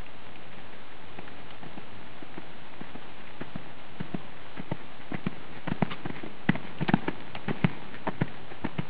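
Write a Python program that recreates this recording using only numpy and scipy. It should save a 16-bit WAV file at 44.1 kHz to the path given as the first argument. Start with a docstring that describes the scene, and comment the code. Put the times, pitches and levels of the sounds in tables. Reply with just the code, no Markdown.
"""A steady outdoor hush opens, with sharp little ticks of grit or tack. From about 1 s a horse canters
across a sand arena toward a small camera: each hoof thuds into the footing, clops and crunches the sand,
which sprays and patters down again. Near 5.9 s the hind hoofs grind on grit as it takes off over a low
rail. It lands heavily from 6.5 s, forefeet then hind feet, and canters on. Throughout, the camera's
coarse sampling makes the sound grainy and dulls its treble."""
import sys
import numpy as np
from scipy import signal
from scipy.fft import rfft, irfft, next_fast_len
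from scipy.io import wavfile
from scipy.ndimage import map_coordinates

SR = 44100
rng = np.random.default_rng(int(sys.argv[2]) if len(sys.argv) > 2 else 0)


def transcribe(u):
    """Save the signal u as a 16-bit wav file named by the first command-line argument.

    u: samples, shape (n,) or (channels, n), limited to [-1, 1]; the rate is SR.
    q: integer samples, one column per channel.
    """
    v = np.clip(np.atleast_2d(u).T, -1, 1)
    q = np.round(v * 32767).astype(np.int16)
    wavfile.write(sys.argv[1], SR, q)


N = 392049
LEAD = SR // 25  # samples of a strike before its moment of full weight
T = np.arange(-LEAD, 3 * LEAD) / SR  # seconds around that moment

# hoof strikes: time_s, thud_db, thud_hz, clop_db, clop_hz, crunch_db, crunch_hz, slide_s
HOOF_STRIKES = [(1.189, -41, 187, -43.5, 890, -42.5, 2350, 0.0028),
                (1.633, -41, 300, -44.5, 734, -48, 1810, 0.0028),
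                (1.6631, -39.5, 180.5, -57, 600, -50, 1800, 0.0045),
                (1.78, -35.5, 190, -42.5, 780, -47, 2730, 0.0028),
                (2.2277, -40, 254, -49.5, 553, -48.5, 1690, 0.0043),
                (2.3804, -35.5, 303, -44.5, 886, -43.5, 1770, 0.0048),
                (2.8123, -38, 196, -45.5, 600, -46.5, 1850, 0.0059),
                (2.9545, -36, 214, -46.5, 706, -47.5, 1810, 0.0047),
                (3.4156, -31, 284, -46.5, 700, -38, 1740, 0.0084),
                (3.5577, -29, 207, -43.5, 590, -50, 1800, 0.0012),
                (4.006, -28.5, 163, -43.5, 820, -40.5, 1800, 0.0051),
                (4.1461, -25, 198, -37.5, 725, -42.5, 1760, 0.0032),
                (4.5773, -46.5, 197, -47.5, 910, -38.5, 1880, 0.0073),
                (4.598, -32, 181, -44.5, 660, -44, 1975, 0.0081),
                (4.7186, -26, 145, -32.5, 602, -42, 2000, 0.0044),
                (5.12, -32, 258, -42, 746, -47.5, 1290, 0.0026),
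                (5.146, -30.5, 178, -38.5, 940, -33.5, 2060, 0.0076),
                (5.2680, -20.5, 205, -44, 600, -33.5, 2200, 0.0016),
                (5.675, -40.5, 190, -39.5, 940, -38, 1750, .0012),
                (5.6809, -30.5, 170, -34, 910, -33.5, 1830, 0.0033),
                (5.7176, -21.5, 225, -45, 734, -37.5, 1700, 0.0057),
                (5.824, -14.5, 198, -27.5, 930, -31, 2160, 0.0022),
                (6.058, -29.5, 163.5, -37.5, 567, -39, 1720, 0.005),
                (6.102, -33, 235, -41.5, 683, -39.5, 2000, .004),
                (6.237, -32, 219, -45.5, 680, -48, 1750, 0.0053),
                (6.2652, -35.5, 344, -48, 555, -45.5, 1980, 0.0049),
                (6.4894, -32, 224, -34.5, 750, -37, 1870, 0.0019),
                (6.493, -14, 180, -31, 680, -21.5, 1950, 0.0022),
                (6.5555, -25.5, 267, -36.5, 750, -35, 2050, .003),
                (6.812, -30, 156, -37.5, 623, -40, 1740, 0.004),
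                (6.8248, -23.5, 151.4, -45, 675, -40.5, 2520, 0.0048),
                (6.8915, -20, 205, -30, 600, -27, 1850, .004),
                (6.9377, -13, 200, -24, 820, -27.5, 1550, 0.0013),
                (7.0831, -19.5, 290, -32, 640, -28.5, 1680, 0.0036),
                (7.3528, -52, 249, -42, 900, -38, 2400, .0008),
                (7.367, -39, 190, -43.5, 850, -39.5, 2300, 0.0075),
                (7.4843, -24, 240, -39.5, 890, -35.5, 1910, 0.0015),
                (7.494, -30, 180, -36.5, 900, -31.5, 1855, .006),
                (7.5074, -24.5, 201, -31.5, 564, -41.5, 1880, 0.0022),
                (7.6445, -13, 156, -32, 967, -23, 2120, .0013),
                (8.0705, -34, 287, -30, 600, -36, 1790, 0.0013),
                (8.0775, -29, 240, -28.5, 760, -35, 1790, 0.0027),
                (8.0876, -29.5, 191, -33, 780, -36.5, 1865, 0.0028),
                (8.2176, -18, 145.7, -34.5, 576, -30.5, 1790, 0.0042),
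                (8.521, -47.5, 167, -41, 770, -41.5, 1750, 0.013),
                (8.65, -22.5, 227, -35, 915, -35, 1810, 0.0069),
                (8.667, -37.5, 211, -40.5, 733, -39, 1830, 0.0033),
                (8.7894, -21, 148, -45, 900, -33, 2110, 0.0051)]
# hard clicks of grit or tack: start_s, level_db, pitch_hz, rattle_t60_s
GRIT_TICKS = [(0.064, -47.5, 2720, 0.027), (0.3577, -46.5, 2500, 0.035), (0.5278, -48.5, 1910, 0.038),
              (1.278, -40, 1760, 0.04), (1.5063, -38, 2820, 0.028), (3.272, -46, 2330, 0.076),
              (5.241, -48.5, 3130, 0.034), (5.909, -33, 1190, 0.04), (6.786, -47, 2740, 0.021),
              (6.882, -19.5, 2970, 0.022), (6.885, -25, 3400, .025), (6.9389, -30, 4160, 0.0087),
              (6.97, -43, 2160, 0.039), (7.0212, -49, 1510, 0.028), (7.205, -37.5, 2620, 0.012),
              (7.266, -53, 2830, 0.027), (7.351, -28, 2950, 0.016), (8.2782, -45, 1960, 0.048)]
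# sand scuffed and thrown by the feet: centre_s, level_db, spread_s, pitch_hz
SAND_SCUFFS = [(.587, -41, 0.01, 1800), (0.661, -48, 0.0074, 1780), (.735, -47, 0.0083, 1930),
               (4.81, -42, 0.01, 1640), (5.01, -42.5, 0.016, 1960), (5.568, -40, 0.018, 1720),
               (5.925, -34, 0.015, 2650), (6.175, -37.5, 0.021, 1980), (6.665, -39.5, 0.018, 2240),
               (7.59, -44, 0.064, 2260), (7.719, -44, 0.075, 2200), (7.953, -37.5, 0.016, 1820)]
# resonances of the take-off scrape: pitch_hz, width_hz, level_db
PUSH_OFF_MODES = [(1184, 120, 2.5), (2140, 150, -3), (2900, 220, 0.5), (3530, 140, -7), (4560, 220, -4)]
# decay of the arena's tail: frequency_hz, t60_s
ARENA_DECAY = [(100, 0.42), (250, 0.36), (600, 0.39), (2000, 0.28), (5000, 0.042)]

# tone curves of the sources: frequency_hz, gain_db
HUSH_EQ = [(25, -17.5), (45, -23), (85, -11.5), (130, -12.5), (200, -13), (350, -14.5), (500, -15.5),
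           (750, -14), (1200, -19), (2000, -22), (3000, -24), (5000, -24.5)]  # outdoor air
GROUND_EQ = [(30, -41.5), (70, -17), (130, -6.5), (200, -4), (320, -8.5), (480, -12), (900, -29)]  # falling clods and ground rumble
SPRAY_EQ = [(200, -7.5), (500, -15), (800, 13), (1300, 4.5), (2000, 5), (3000, -4), (4000, -3.5),
            (5200, -3)]  # sand pattering down
SCRAPE_EQ = [(200, -12), (500, -10), (800, 7.5), (1300, 1), (2000, 4), (3000, -1.5), (4000, -2.5),
             (5200, 3)]  # sand dragged under a hoof
GRIT_EQ = [(200, -12.5), (500, -11.5), (800, 2.5), (1300, 2.5), (2000, 3), (3000, 1), (4000, 2),
           (5200, 6.5)]  # small hard contacts
LUMPS_EQ = [(35, -34.5), (70, 0.5), (130, 1.5), (200, 2), (330, 5), (420, -5), (520, -13.5), (700, -9.5),
            (1100, -24)]  # packed footing breaking
CLOP_EQ = [(250, -18.5), (350, 8.5), (500, -3), (660, 2.5), (900, 1.5), (1250, -10.5), (1700, -31.5),
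           (3000, -46.5)]  # the hollow of the sole
CRUNCH_EQ = [(500, -16), (1050, 3), (1500, 3), (2400, 1), (3000, -1.5), (3800, -14.5), (5200, -3)]  # sand being crushed
THUD_EQ = [(25, -27), (55, -6), (100, 1.5), (200, 2), (290, 2.2), (390, 5.5), (520, -2), (800, -8),
           (1500, -23), (3000, -18)]  # the footing giving way

# the camera's treble roll-off: frequency_hz, gain_db
CAMERA_EQ = [(3000, 1), (3600, -2.5), (4100, -8), (4500, -15.5), (4800, -22.5), (5050, -29.5),
             (5350, -36.5)]
# very faint high hiss, strongest near 11 kHz: frequency_hz, gain_db
HIGH_HISS_EQ = [(5000, 0.5), (9800, -1.5), (11000, 11), (12000, -4)]
# faint steady high tones that flutter with loud strikes: pitch_hz, level_db
HIGH_TONES = [(5512.5, -98), (6890.6, -106), (8268.8, -104), (9646.9, -108), (11025, -90)]


def amp(db):
    """Decibels to gain."""
    return 10 ** (np.asarray(db) / 20)


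def unit(x):
    """Scale to rms 1."""
    return x / np.sqrt(np.mean(x ** 2) + 1e-20)


def burst(x):
    """Scale a short sound to the energy of 10 ms at rms 1."""
    return x / np.sqrt(np.sum(x ** 2) / (.01 * SR) + 1e-20)


def along(points, hz):
    """Read (frequency_hz, value) points on a log axis."""
    knots_hz, values = np.transpose(points)
    return np.interp(np.log(hz + 1), np.log(knots_hz + 1), values)


def filtered(x, response):
    """Filter x by a gain given as a function of frequency."""
    size = next_fast_len(len(x) + 4096)
    return irfft(rfft(x, size) * response(np.fft.rfftfreq(size, 1 / SR)), size)[:len(x)]


def coloured(x, eq):
    """Shape x with a tone curve."""
    return filtered(x, lambda hz: amp(along(eq, hz)))


def coloured_impact(x, eq):
    """Shape an impact with a minimum-phase tone curve, which keeps its attack crisp."""
    size = 2 * next_fast_len(len(x))
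    cepstrum = irfft(np.log(amp(along(eq, np.fft.rfftfreq(size, 1 / SR)))), size)
    cepstrum[1:size // 2] *= 2
    cepstrum[size // 2 + 1:] = 0
    return irfft(rfft(x, size) * np.exp(rfft(cepstrum)), size)[:len(x)]


def resonate(x, hz, width_hz, direct):
    """Ring x in one resonance and mix in a direct share of it."""
    return filtered(x, lambda f: direct + 1j * f * width_hz / (hz * hz - f * f + 1j * f * width_hz))


def grains(size, rate):
    """Tiny impacts of random strength, about rate a second."""
    return (rng.random(size) < rate / SR) * rng.standard_normal(size)


def wobble(rate):
    """A wandering random curve, rate knots a second."""
    knots = rng.standard_normal(int(N * rate / SR) + 4)
    return map_coordinates(knots, [np.arange(N) * rate / SR], order=1)


def add(track, time_s, sound):
    """Lay a sound into the track, starting LEAD samples ahead of time_s."""
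    start = max(round(time_s * SR) - LEAD, 0)
    part = track[start:start + len(sound)]
    part += sound[:len(part)]


def digitise(x, every, step, bias_steps):
    """Divide the sample rate by every and round to coarse steps, which makes the quiet hush grainy."""
    slow = signal.resample_poly(x, 1, every)
    steps = np.round(slow / step + bias_steps) - bias_steps
    return signal.resample_poly(steps * step, every, 1)[:N]


def high_hiss():
    """A very faint high hiss, strongest near 11 kHz."""
    return amp(-94) * unit(coloured(rng.standard_normal(N), HIGH_HISS_EQ))


def high_tones(sound, offset):
    """Faint steady high tones that flutter with loud strikes."""
    t = np.arange(N) / SR
    tones = sum(amp(db) * np.sqrt(2) * np.sin(2 * np.pi * hz * t) for hz, db in HIGH_TONES)
    return (1 + .49 * sound / offset) * tones


def hush():
    """The bed: steady outdoor air and microphone hiss, lows and highs each wavering slightly."""
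    air = coloured(rng.standard_normal(N), HUSH_EQ)
    low = filtered(air, lambda hz: 1 / (1 + (hz / 390) ** 8))
    low_db = -54 + 1.3 * wobble(rate=16)
    high_db = -47.5 + 1.1 * wobble(rate=30)
    return amp(low_db) * unit(low) + amp(high_db) * unit(air - low)


def crackle():
    """A faint, sparse crackle runs through the hush."""
    specks = coloured(grains(N, rate=45), SPRAY_EQ)
    return amp(-60) * unit(resonate(specks, hz=1860, width_hz=700, direct=.9))


def arena_tail(x):
    """Fences, trees and ground scatter a short tail, 10 ms behind the sound."""
    hz, t, noise = signal.stft(rng.standard_normal(SR // 2), SR, nperseg=256)
    decay = amp(-60 * t / along(ARENA_DECAY, hz)[:, None])
    _, tail = signal.istft(noise * decay, SR, nperseg=256)
    delayed = np.pad(x, (SR // 100, 0))
    return signal.fftconvolve(delayed, tail / np.linalg.norm(tail))[:N]


def settling_sand(fade_s=.14):
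    """Every strike throws clods and sand that patter down; heavier blows throw only a little more."""
    t = np.arange(N) / SR
    power = np.zeros(N)
    for time_s, thud_db, *_ in HOOF_STRIKES:
        start = round(time_s * SR)
        power[start:] += amp(.53 * thud_db - 37.5) ** 2 * np.exp(-t[:N - start] / fade_s)
    clods = unit(coloured(grains(N, rate=900), GROUND_EQ))
    sand = unit(coloured(grains(N, rate=300), SPRAY_EQ))
    return np.sqrt(power) * (clods + amp(-2.5) * sand)


def ticks(ring_only_db=-44.5, crack_range_db=27):
    """Grit or tack clicks and rattles: light ticks ring at their own pitch, hard ones add more crack."""
    track = np.zeros(N)
    first_contact = amp(-5.5) * burst(1. * (T == 0))
    for start_s, level_db, pitch_hz, t60_s in GRIT_TICKS:
        decay = (T >= 0) * amp(-60 * np.maximum(T, 0) / t60_s)
        rattle = burst(decay * grains(len(T), rate=4600))
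        contacts = coloured_impact(first_contact + rattle, GRIT_EQ)
        crack = np.clip((level_db - ring_only_db) / crack_range_db, .03, .6)
        tick = resonate(contacts, pitch_hz, width_hz=470, direct=crack)
        add(track, start_s, amp(level_db) * burst(tick))
    return track


def scuffs():
    """Dragging feet throw sand: each scuff swells and rasps at its own pitch over a ground rumble."""
    track = np.zeros(N)
    t = np.arange(-SR // 4, SR // 4) / SR
    for centre_s, level_db, spread_s, pitch_hz in SAND_SCUFFS:
        scrape = coloured(grains(len(t), rate=1000), SCRAPE_EQ)
        rasp = unit(resonate(scrape, pitch_hz, width_hz=530, direct=.87))
        rumble = amp(-8.5) * unit(coloured(grains(len(t), rate=900), GROUND_EQ))
        swell = amp(level_db) * np.exp(-.5 * (t / spread_s) ** 2)
        add(track, centre_s + t[0] + LEAD / SR, swell * (rasp + rumble))
    return track


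def push_off(centre_s=5.923, spread_s=.011):
    """The hind hoofs grind on grit at take-off: dense slips ring in a few narrow resonances."""
    track = np.zeros(N)
    slips = grains(len(T), rate=1800) * np.exp(-.5 * (T / spread_s) ** 2)
    ring = sum(amp(db) * resonate(slips, hz, width_hz, direct=0) for hz, width_hz, db in PUSH_OFF_MODES)
    add(track, centre_s, amp(-32.5) * burst(ring))
    return track


def thud(level_db, pitch_hz, body_hz=170, crest_cycles=.52, fade_cycles=1.25, rise_s=.00039):
    """The footing gives under the hoof and swings for two or three cycles over the deeper ground."""
    after, before = np.maximum(T, 0), np.minimum(T, 0)

    def swing(hz):
        fade = ((after * hz - crest_cycles) / fade_cycles) ** 2
        return np.cos(2 * np.pi * hz * T) * np.exp(-fade - (before / rise_s) ** 2)

    body = amp(2.5 + .24 * level_db)  # far strikes carry less deep ground and sound thinner
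    blow = (swing(pitch_hz) + body * swing(body_hz)) / (1 + body)
    return amp(level_db) * coloured(blow, THUD_EQ)


def crush(delay_s, spread_s, rate, steep):
    """Sand grains break away in a short swell that rises steep times faster than it dies."""
    progress = np.clip((T - delay_s) / spread_s, -30, 30)
    return burst(grains(len(T), rate) / (np.exp(-steep * progress) + np.exp(progress)))


def hoofs():
    """Each strike layers a thud, breaking lumps, the hollow clop of the sole and a crunch of sand."""
    track = np.zeros(N)
    for time_s, thud_db, thud_hz, clop_db, clop_hz, crunch_db, crunch_hz, slide_s in HOOF_STRIKES:
        weight = thud(thud_db, thud_hz)
        # packed footing breaks unevenly; this stands out more in faint, distant strikes
        breaking = crush(.0009, .003 + .31 * slide_s, rate=3000, steep=1.3)
        lumps = amp(.55 * thud_db - 19.5) * burst(coloured(breaking, LUMPS_EQ))
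        # a flat, quick landing slaps the ground; a sliding one grinds before it takes the weight
        flatness = min(.0024 / slide_s, 1.4)
        slap = flatness * amp(5.5 + .36 * thud_db) * burst(1. * (T == 0))
        grind_delay_s = .00049 - .7 * slide_s
        sole_grind = crush(grind_delay_s, slide_s, rate=3300, steep=2.2)
        sole = coloured_impact(slap + sole_grind, CLOP_EQ)
        clop = amp(clop_db) * burst(resonate(sole, clop_hz, width_hz=600, direct=.12))
        # under a heavy hoof the sand is squeezed again as the footing swings back
        rebound = amp(2 + .6 * thud_db) * crush(.85 / thud_hz, .0013, rate=5000, steep=1.7)
        sand_grind = crush(grind_delay_s, 1.4 * slide_s, rate=1600, steep=2.4)
        sand = coloured_impact(slap + rebound + sand_grind, CRUNCH_EQ)
        rasp = resonate(sand, crunch_hz, width_hz=490, direct=.67)
        knock = amp(-5.5) * resonate(sand, crunch_hz, width_hz=130, direct=0)
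        crunch = amp(crunch_db) * burst(rasp + knock)
        add(track, time_s, weight + lumps + clop + crunch)
    return track


def scene():
    """The horse over the outdoor bed, in an open arena where little sound comes back."""
    horse = hoofs() + settling_sand() + ticks() + scuffs() + push_off()
    echo = amp(-26) * arena_tail(horse)
    return (horse + echo + hush() + crackle())[None]


def record(dry):
    """The camera rounds peaks, samples coarsely and dulls the treble. Faint tones and hiss lie above."""
    ceiling, offset, top_hz = .44, -.04, 12500
    rounded = dry[0] / (1 + (dry[0] / ceiling) ** 6) ** (1 / 6)
    grainy = digitise(rounded, every=4, step=.007, bias_steps=-.15)
    dulled = filtered(grainy, lambda hz: amp(along(CAMERA_EQ, hz)) / (1 + (hz / 5750) ** 80))
    mix = dulled + high_tones(dulled, offset) + high_hiss()
    return filtered(mix, lambda hz: hz < top_hz)[None] + offset


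dry = scene()
out = record(dry)
transcribe(out)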